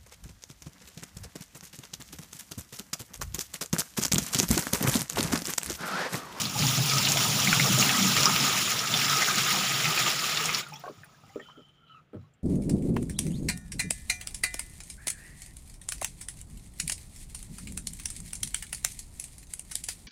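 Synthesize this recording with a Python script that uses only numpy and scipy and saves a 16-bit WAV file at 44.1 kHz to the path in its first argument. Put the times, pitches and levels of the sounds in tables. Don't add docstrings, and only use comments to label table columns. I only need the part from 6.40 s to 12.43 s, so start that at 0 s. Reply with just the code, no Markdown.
import sys
import numpy as np
from scipy import signal
from scipy.fft import rfft, irfft
from scipy.io import wavfile
from scipy.ndimage import uniform_filter1d

SR = 44100
rng = np.random.default_rng(int(sys.argv[2]) if len(sys.argv) > 2 else 0)


def level_to_linear(level):
    exponent = np.asarray(level, float) / 20
    return 10 ** exponent


def transcribe(u):
    v = np.clip(np.atleast_2d(u).T, -1, 1)
    q = np.round(v * 32767).astype(np.int16)
    wavfile.write(sys.argv[1], SR, q)


N = 265923


def evened(x):
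    return x / np.sqrt(np.mean(x ** 2) + 1e-20)


def add(mix, start_s, sound):
    part = mix[round(start_s * SR):][:len(sound)]
    part += sound[:len(part)]


def coloured(x, points):
    spectrum, hz = rfft(x), np.fft.rfftfreq(len(x), 1 / SR)
    own = np.sqrt(uniform_filter1d(abs(spectrum) ** 2, size=2001) + 1e-9)
    point_hz, point_db = np.transpose(points)
    colour_db = np.interp(np.log(hz + 1), np.log(point_hz), point_db, -90, -90)
    return evened(irfft(spectrum / own * level_to_linear(colour_db), len(x)))


def resonate(x, hz, width_hz):
    turn = np.exp(2j * np.pi * np.cumsum(hz * np.ones(len(x))) / SR)
    r = np.exp(-np.pi * width_hz / SR)
    return 2 * (turn * signal.lfilter([1 - r], [1, -r], x / turn)).real


def blip(hz, cycles, glide):
    u = np.arange(int(3 * SR * cycles / hz) + 8) * hz / SR
    tone = np.sin(2 * np.pi * u * (1 + glide * u / cycles))
    return tone * (1 - np.exp(-3 * u)) * np.exp(-2.5 * u / cycles)


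def ringing(x, peaks):
    total = np.zeros(len(x))
    for hz, width_hz, level_db in peaks:
        total += level_to_linear(level_db) * evened(resonate(resonate(x, hz, width_hz), hz, 2 * width_hz))
    return evened(total)


def fluttering(tone, rough, width_hz):
    r = np.exp(-2 * np.pi * width_hz / SR)
    swing = evened(signal.lfilter([1], [1, -2 * r, r * r], rng.standard_normal(4000)))
    sound = tone * (1 - rough + rough * np.resize(swing, len(tone)))
    return sound / np.sqrt(1 - 2 * rough * (1 - rough))


def clumps(per_s, depth_db):
    lumps = (rng.random(N) < per_s / SR) * rng.exponential(1, N)
    fall = signal.lfilter([1], [1, -np.exp(-1 / (0.015 * SR))], lumps)
    return level_to_linear(depth_db * np.tanh(fall / 2))


def grains(lo_hz, hi_hz, per_s, cycles, spread_db, count):
    out = np.zeros(N)
    for hz in np.geomspace(lo_hz, hi_hz, count):
        strength = level_to_linear(spread_db * np.minimum(rng.exponential(1, N), 4))
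        train = strength * (rng.random(N) < per_s / count / SR)
        out += signal.oaconvolve(train, blip(hz, cycles, 0.05))[:N]
    return out


def patchy(x, depth_db):
    z = signal.stft(x, nperseg=256, noverlap=192)[2]
    field = uniform_filter1d(rng.standard_normal(z.shape[::-1]).T, size=4, axis=0)
    field = uniform_filter1d(field, size=12, axis=1)
    return evened(signal.istft(z * level_to_linear(depth_db * evened(field)), nperseg=256, noverlap=192)[1][:N])


def swelling(level_db, swells):
    power = level_to_linear(2 * level_db)
    spill_s = 0.016
    for start_s, length_s, swell_db in swells:
        hump = 2 * np.hanning(int((length_s + 2 * spill_s) * SR))
        add(power, max(start_s - spill_s, 0), level_to_linear(2 * swell_db) * hump)
    return np.sqrt(power)


# pitch_hz [Hz], level_db [relative dB per Hz]
ROOM_COLOUR = [(18, -47), (30, -7), (173, 2), (284, -8.5), (728, -12), (1020, -23.5), (1290, -13),
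               (1640, -16.5), (3230, -20), (4420, -32.5), (7080, -38.5), (8060, -40.5), (15500, -43.5)]


def room_noise():
    return level_to_linear(-67.5) * coloured(rng.standard_normal(N), ROOM_COLOUR)


# start_s [s], length_s [s], level_db [dB], first_hz [Hz], last_hz [Hz]
RUB_STROKES = [(4.918, 0.11, -63, 7140, 7200), (4.99, .07, -61, 3180, 3530), (5.0, .14, -51.5, 3140, 3040),
               (5.042, 0.19, -57, 1400, 1300), (5.135, 0.2, -57, 3180, 3050),
               (5.314, 0.19, -63, 3160, 3050), (5.372, 0.14, -61.5, 1340, 1350),
               (5.46, .15, -71, 4020, 3880), (5.46, .09, -55, 3090, 2950), (5.474, 0.15, -50.5, 1305, 1255),
               (5.53, 0.073, -60, 2750, 2500), (5.77, .13, -75, 3990, 3870)]


def rubs():
    out = np.zeros(N)
    for start_s, length_s, level_db, first_hz, last_hz in RUB_STROKES:
        hz = np.linspace(first_hz, last_hz, int(length_s * SR))
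        wander = evened(uniform_filter1d(rng.standard_normal(len(hz)), size=1200))
        hz = hz * (1 + 0.005 * wander)
        width_hz = 32 + 0.0095 * first_hz
        breath = min(first_hz / 5000, 1)
        slips = (rng.random(len(hz)) < 0.3 * hz / SR) * rng.standard_normal(len(hz))
        core = evened(resonate(resonate(slips, hz, width_hz), hz, 3 * width_hz))
        skirt = evened(resonate(resonate(slips[::-1], hz, 5 * width_hz), hz, 8 * width_hz))
        stroke = evened(core + breath * skirt) * signal.windows.tukey(len(hz), 0.38)
        add(out, start_s, level_to_linear(level_db) * stroke)
    return out


# pitch_hz [Hz], level_db [relative dB], t60_s [s]
PLASTIC_MODES = [(97.7, 7, 0.21), (135.4, -2, 0.27), (160.3, 7.5, 0.14), (239, 2, 0.13), (299, 0.5, 0.068),
                 (366, 0, 0.084), (428, 0, 0.076), (528, -10.5, 0.12), (586, -9, 0.066), (708, -11, 0.033),
                 (960, -8, 0.03), (1060, -5, 0.11), (1370, 5, 0.083), (1465, 6, 0.056), (1760, -8, 0.067),
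                 (2000, -1.5, .05), (2330, 1, 0.049)]
# start_s [s], peak_db [dB, before microphone and room], centre_hz [Hz], spread [octaves]
KNOCK_BLOWS = [(4.437, -32, 1090, 0.29), (4.466, -27, 600, 0.47), (4.484, -32, 684, 0.43),
               (4.497, -28, 511, 0.85), (4.577, -41, 134, 0.85), (4.634, -37.5, 1760, 0.58),
               (4.833, -45.5, 146, 0.97), (4.878, -44, 145, 0.57), (4.958, -20.5, 418, 0.63),
               (4.994, -34.5, 533, 0.72), (5.011, -40, 436, 0.97), (5.173, -39, 426, 0.97),
               (5.194, -41.5, 428, .7), (5.732, -31.5, 450, 0.96), (5.744, -29, 372, 1.07),
               (5.755, -30, 151, 0.91), (5.767, -39, 458, 0.85), (5.785, -40, 115.6, 0.6),
               (5.811, -40.5, 121, .72), (5.84, -48, 129, .72)]


def knocks():
    hz, mode_db, t60_s = np.array(PLASTIC_MODES).T[:, :, None]
    t, out = np.arange(SR // 3) / SR, np.zeros(N)
    for start_s, peak_db, centre_hz, spread in KNOCK_BLOWS:
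        near_db = -9 * (np.log2(hz / centre_hz) / spread) ** 2
        detune = 1 + 0.0375 * rng.standard_normal(hz.shape) + 0.097 * np.exp(-t / 0.015)
        turns = np.cumsum(detune * hz, axis=1) / SR + 0.84 * rng.random(hz.shape)
        modes = level_to_linear(mode_db + near_db - 60 * t / t60_s) * np.sin(2 * np.pi * turns)
        modes *= 1 - np.exp(-hz * t / 0.43)
        crack = 0.44 * uniform_filter1d(rng.standard_normal(len(t)), size=7) * np.exp(-t / 0.0023)
        sound = (modes.sum(0) + crack) * (1 - np.exp(-t / 0.00058))
        add(out, start_s, level_to_linear(peak_db) * sound / abs(sound).max())
    return out


# start_s [s], level_db [dB], pitch_hz [Hz], mist [share of fine mist at the very top]
POOL_DRIPS = [(4.2694, -44, 4640, 0.1), (4.2847, -46, 9450, 0.1), (4.338, -39, 5500, 0.4),
              (4.3594, -41, 5800, 0.1), (4.3955, -49, 5500, .9), (4.4894, -52, 4600, 0.1),
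              (4.5775, -56, 7000, 0.1), (4.6445, -52, 9500, 0.98), (4.7391, -73, 9500, .9),
              (4.803, -65, 9960, 0.1), (4.8653, -68, 9100, 0.1), (4.9994, -66, 7200, 0.1),
              (5.1098, -65, 5800, 0.1), (5.2854, -70, 8960, 0.1), (5.9369, -61, 7340, 0.1)]


def drips():
    out = np.zeros(N)
    life_s, mist_hz = 0.017, 14900
    for start_s, level_db, pitch_hz, mist in POOL_DRIPS:
        for hz, share in ((pitch_hz, 1), (mist_hz, mist)):
            burst = fluttering(blip(hz, life_s * hz, 0.0059), 0.52, 0.097 * hz)
            add(out, start_s, share * level_to_linear(level_db) * burst)
    return out


# start_s [s], level_db [dB, before microphone and room], pitch_hz [Hz], life [cycles]
POOL_BUBBLES = [(0.152, -29, 836, 61), (0.236, -26.5, 840, 59), (0.603, -13.5, 1180, 8.4),
                (0.703, -17.5, 751, 9.6), (0.759, -19, 687, 13), (1.0735, -10, 2194, 26),
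                (1.1293, -7.5, 1440, 13), (1.1972, -14, 2100, 19), (1.2457, -17.5, 1260, 23),
                (1.379, -12.5, 597, 6.5), (1.5454, -13, 1880, 30), (1.7659, -11, 1245, 26),
                (1.8573, -11.5, 1220, 58), (2.82, -11.5, 2000, 40), (2.8854, -18.5, 1500, 45),
                (2.899, -17, 1200, 27), (2.983, -17.5, 1450, 17), (3.672, -26, 906, 28),
                (4.0915, -20, 1250, 24), (4.1789, -26, 1220, 20), (4.2244, -33.5, 1430, 70),
                (4.2294, -33, 3640, 87), (4.2646, -27, 1330, 12), (4.322, -34.5, 850, 62),
                (4.331, -38, 2500, 120), (4.356, -36, 3300, 70), (4.438, -26.5, 704, 29),
                (4.44, -32, 1090, 60), (4.458, -35, 1520, 40), (4.472, -31, 700, 16),
                (4.4794, -29, 1100, 25), (4.634, -38, 1760, 35), (4.6359, -48, 2400, 40),
                (4.7451, -44, 1600, 25), (4.8357, -40.5, 1270, 18), (4.8374, -48, 760, 20),
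                (4.892, -45.5, 1970, 32), (4.899, -46, 760, 24), (4.9472, -46, 2330, 39),
                (4.9591, -40, 1260, 70), (4.998, -37, 1280, 25), (4.998, -32.5, 1810, 44),
                (5.0549, -47, 1410, 35), (5.087, -39, 990, 19), (5.0986, -27, 1200, 7.1),
                (5.1552, -46, 1350, 44), (5.4806, -49, 3040, 60), (5.733, -42, 1287, 34),
                (5.7676, -50, 1260, 28), (5.8394, -50, 1070, 32)]


def bubbles():
    out = np.zeros(N)
    for start_s, level_db, hz, cycles in POOL_BUBBLES:
        add(out, start_s, level_to_linear(level_db) * fluttering(blip(hz, cycles, 0.036), 0.35, 0.13 * hz))
    return out


# start_s [s], fizz_db [dB, before microphone and room],
# pitch_hz [Hz], tick_db [dB over the fizz]
WATER_SLAPS = [(0.0167, -5.5, 6470, -22), (0.0538, -11.5, 4300, -7), (0.191, -8, 5620, 1.5),
               (0.2232, -11, 3200, -4.5), (0.268, -13, 5430, -2), (0.4968, -6.5, 4980, 0),
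               (0.535, -7.5, 5630, -5), (0.583, -9, 5430, -5), (0.631, -17.5, 2800, 8),
               (0.6504, -6, 3950, -4.5), (0.6687, -9, 2850, -2.5), (0.6871, -3.5, 5750, -1.5),
               (0.7195, -3, 6660, -2.5), (0.7722, -11, 2800, 18), (1.072, -12, 2265, -3),
               (1.127, -8, 2300, -12), (1.1972, -12, 2095, -6), (1.3394, -26, 4100, -5),
               (1.388, -3, 6500, -5), (1.397, -6.5, 6500, -6), (1.425, -9.5, 2800, -10),
               (1.493, -9, 2600, 11), (1.7659, -7, 4500, 1), (1.7746, -10, 2300, 0.5),
               (1.7755, -10, 5500, -3), (1.802, -14, 5200, 0), (1.832, -3.5, 5740, -9.5),
               (1.8558, -0.5, 5400, -1), (1.962, -11, 3000, -2), (2.067, -11.5, 3810, -1),
               (2.3914, -8.5, 5300, -4), (2.5391, -6.5, 3520, -6), (2.573, -10, 5000, 3),
               (2.644, -8, 4500, -4), (2.82, -24, 2000, -6), (2.8809, -18, 1543, -6),
               (2.9824, -7.5, 5750, -5), (3.16, -11.5, 3300, -2), (3.455, -14, 2530, -2),
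               (3.575, -11.5, 2510, -4), (3.973, -8, 3600, -3), (4.0397, -26, 6900, -4),
               (4.0567, -8, 6800, 10), (4.09, -13.5, 2330, -4.5), (4.147, -9, 4900, 4)]


def slaps():
    out = np.zeros(N)
    for start_s, fizz_db, hz, tick_db in WATER_SLAPS:
        add(out, start_s, level_to_linear(fizz_db + tick_db) * fluttering(blip(hz, 1.4, 0.057), 0.15, 0.36 * hz))
        add(out, start_s, level_to_linear(fizz_db) * fluttering(blip(hz, 38, 0.0061), 0.7, 0.25 * hz))
    return out


# time_s [s], splash_db [dB]
WATER_FLOW = [(0.0, -26.5), (0.03, -34), (0.11, -37.5), (0.16, -33.5), (0.2, -28), (0.47, -28.5),
              (0.72, -27.5), (1.0, -26.5), (1.25, -25.5), (1.32, -25.5), (1.41, -25), (1.7, -26.5),
              (1.78, -25.5), (1.87, -27), (2.05, -25.5), (2.32, -29), (2.48, -32), (2.54, -28.5),
              (2.6, -27.5), (2.65, -27), (2.77, -28), (2.97, -27), (3.08, -26.5), (3.16, -27.5),
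              (3.41, -28.5), (3.47, -27.5), (3.68, -27.5), (3.81, -32), (3.85, -27.5), (3.91, -31),
              (4.06, -29.5), (4.135, -33.5), (4.15, -32.5), (4.2, -31.5), (4.22, -44.5), (4.25, -50.5),
              (4.5, -60.5), (4.76, -65), (5.04, -65.5), (5.45, -85.5), (5.56, -75), (5.68, -91),
              (5.83, -77), (6.03, -103)]


def water_flow():
    t = np.arange(N) / SR
    return np.interp(t, *np.transpose(WATER_FLOW)), np.interp(t, [0.98, 4], [0, 1])


LAYER_LEVELS = {"air": (-36, 0.44, -9.5), "panels": (-38.5, 0.58, -9.5), "ring": (-45.5, 0.77, 5.5),
                "gurgle": (-39.5, 0.73, 0), "spray": (-36, 0.99, -2.5)}


def layer_db(name, flow_db, pool):
    level_db, follow, deep_db = LAYER_LEVELS[name]
    return level_db + follow * (flow_db + 28) + deep_db * pool


# pitch_hz [Hz], width_hz [Hz], level_db [relative dB]
AIR_MODES = [(121, 22, -5), (135.4, 28, 6.5)]
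# pitch_hz [Hz], width_hz [Hz], level_db [relative dB]
PANEL_MODES = [(196.1, 14, -0.5), (216, 30, -1.5), (247.7, 26, -8.5)]
# start_s [s], length_s [s], level_db [dB]
AIR_SWELLS = [(0.199, 0.071, -28), (0.284, .19, -32), (0.535, 0.088, -35), (0.723, 0.08, -33.5),
              (0.88, .037, -32), (1.062, 0.27, -34), (1.28, 0.18, -33), (1.772, 0.056, -34.5),
              (1.922, .05, -36), (2.496, 0.088, -38.5), (2.7, 0.041, -41), (2.89, 0.044, -47),
              (2.984, .05, -43), (3.3, 0.086, -40), (3.45, 0.044, -39), (3.585, 0.096, -41),
              (3.985, 0.23, -43.5), (4.3, 0.05, -50.5)]
PANEL_SWELLS = [(0.0, 0.073, -41.5), (0.19, 0.057, -37), (1.085, 0.02, -31.5), (1.294, 0.034, -33),
                (1.366, .07, -34.5), (1.466, 0.032, -33), (1.514, .22, -31), (1.861, 0.051, -34),
                (2.0, 0.059, -38.5), (2.52, 0.028, -39.5), (2.63, .05, -40), (2.96, 0.034, -41.5),
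                (3.13, 0.043, -42), (3.62, .06, -45.5), (4.08, 0.031, -48.5)]
WALL_SWELLS = [(0.505, 0.078, -37), (1.5, 0.11, -36.5), (1.63, 0.068, -41), (1.765, 0.087, -38),
               (1.849, 0.065, -32.5), (1.93, 0.03, -39), (2.03, 0.12, -36), (2.41, .06, -37),
               (2.68, 0.095, -33), (2.78, .05, -36.5), (3.04, 0.079, -37), (3.2, .06, -40),
               (3.5, 0.069, -43), (3.66, 0.03, -39), (3.82, 0.041, -41.5), (3.99, .04, -39)]


def tub(flow_db, pool, lumps):
    push = rng.standard_normal(N) * clumps(37, 2.7)
    air_modes = [(hz * (1 + 0.1 * pool), width_hz, level_db) for hz, width_hz, level_db in AIR_MODES]
    wall = evened(resonate(resonate(push * lumps, 1260, 71), 1260, 300))
    air_gain = swelling(layer_db("air", flow_db, pool), AIR_SWELLS)
    panel_gain = swelling(layer_db("panels", flow_db, pool), PANEL_SWELLS)
    wall_gain = swelling(layer_db("ring", flow_db, pool), WALL_SWELLS)
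    return air_gain * ringing(push, air_modes) + panel_gain * ringing(push, PANEL_MODES) + wall_gain * wall


# pitch_hz [Hz], level_db [relative dB per Hz]
GURGLE_COLOUR = [(25, -34.5), (60, -18), (100, -11.5), (300, -11), (460, -5), (560, -9), (646, -4),
                 (800, -4), (1050, -5), (1300, -1), (1600, -30.5)]
# start_s [s], length_s [s], level_db [dB]
GURGLE_SWELLS = [(0.55, .05, -42), (0.7, 0.22, -42), (1.25, 0.036, -36.5), (1.38, 0.071, -34.5),
                 (1.52, 0.087, -38.5), (1.77, 0.17, -37.5), (2.52, 0.037, -47), (2.79, .04, -42),
                 (3.13, 0.069, -38.5), (3.5, 0.058, -41), (3.57, 0.035, -39.5), (3.66, 0.038, -38.5),
                 (4.08, .06, -45)]


def gurgle(flow_db, pool):
    low = coloured(grains(300.3, 1200, 450, 18, 1.8, count=24), GURGLE_COLOUR)
    low += 0.45 * coloured(rng.standard_normal(N), GURGLE_COLOUR)
    return swelling(layer_db("gurgle", flow_db, pool), GURGLE_SWELLS) * evened(low)


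# pitch_hz [Hz], level_db [relative dB per Hz]
SPRAY_COLOUR = [(4590, -22.5), (7800, -9.5), (8130, -8.5), (9370, -3), (13500, -10.5), (14400, -3),
                (14900, -7.5), (15300, 4), (15800, -7.5)]


def spray(flow_db, pool, lumps):
    mist = coloured(grains(7500, 21000, 3100, 1.8, 5.7, count=12), SPRAY_COLOUR)
    mist += 1.2 * coloured(rng.standard_normal(N), SPRAY_COLOUR)
    return level_to_linear(layer_db("spray", flow_db, pool)) * evened(mist * lumps)


# pitch_hz [Hz], level_db [relative dB per Hz]
SPLASH_COLOUR = [(790, -26.5), (1350, 1), (1670, 0.5), (2290, 2), (3470, 1.5), (4350, -1), (5580, 2),
                 (6200, -2.5), (6840, 1.5), (7320, -0.5), (8200, -17.5), (10700, -42), (18000, -120)]


def splash(flow_db, pool, lumps):
    drops = coloured(grains(1300, 8940, 2500, 10, 1.5, count=40), SPLASH_COLOUR)
    drops += 1.7 * coloured(rng.standard_normal(N), SPLASH_COLOUR)
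    pops = coloured(grains(1400, 6500, 160, 16, 1.0, count=40), SPLASH_COLOUR)
    drops = patchy(drops, 1.94) + 0.36 * pops
    drops -= 0.53 * (1 - pool) ** 2 * resonate(drops, 1900, 1700)
    drops -= 0.17 * pool * resonate(drops, 6500, 3000)
    return level_to_linear(flow_db) * evened(drops * lumps)


def stream():
    flow_db, pool = water_flow()
    lumps = clumps(45, 4.0)
    deep = tub(flow_db, pool, lumps) + gurgle(flow_db, pool)
    return deep + spray(flow_db, pool, lumps) + splash(flow_db, pool, lumps)


def reverberation(x):
    t, t60_s = np.arange(SR // 2) / SR, 0.075
    tail = rng.standard_normal(len(t)) * level_to_linear(-60 * t / t60_s) * (t > 0.003)
    return level_to_linear(-6) * signal.oaconvolve(x, tail / np.linalg.norm(tail))[:N]


# pitch_hz [Hz], level_db [dB]
MIC_RESPONSE = [(20, -2), (6900, -7.5), (8100, -10), (9400, -8.5), (13500, -10), (14900, -1.5),
                (22050, -11)]


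def microphone(x):
    point_hz, point_db = np.transpose(MIC_RESPONSE)
    hz = abs(np.fft.fftfreq(1024, 1 / SR))
    log_gain = np.log(level_to_linear(np.interp(np.log(hz + 1), np.log(point_hz), point_db)))
    taps = np.fft.ifft(np.exp(np.conj(signal.hilbert(log_gain)))).real[:512]
    return signal.oaconvolve(x, taps)[:N]


def scene():
    hits = rubs() + knocks() + bubbles() + slaps()
    heard = microphone(hits + reverberation(hits))
    return (room_noise() + drips() + heard + stream())[None]


def band_limit(x):
    return signal.sosfilt(signal.butter(12, 16830, fs=SR, output="sos"), x)


def record(dry):
    edge = signal.firwin(511, 15520, window=("kaiser", 9), fs=SR)
    mix = signal.oaconvolve(dry, edge[None], "same")
    return band_limit(mix)


dry = scene()
out = record(dry)
transcribe(out)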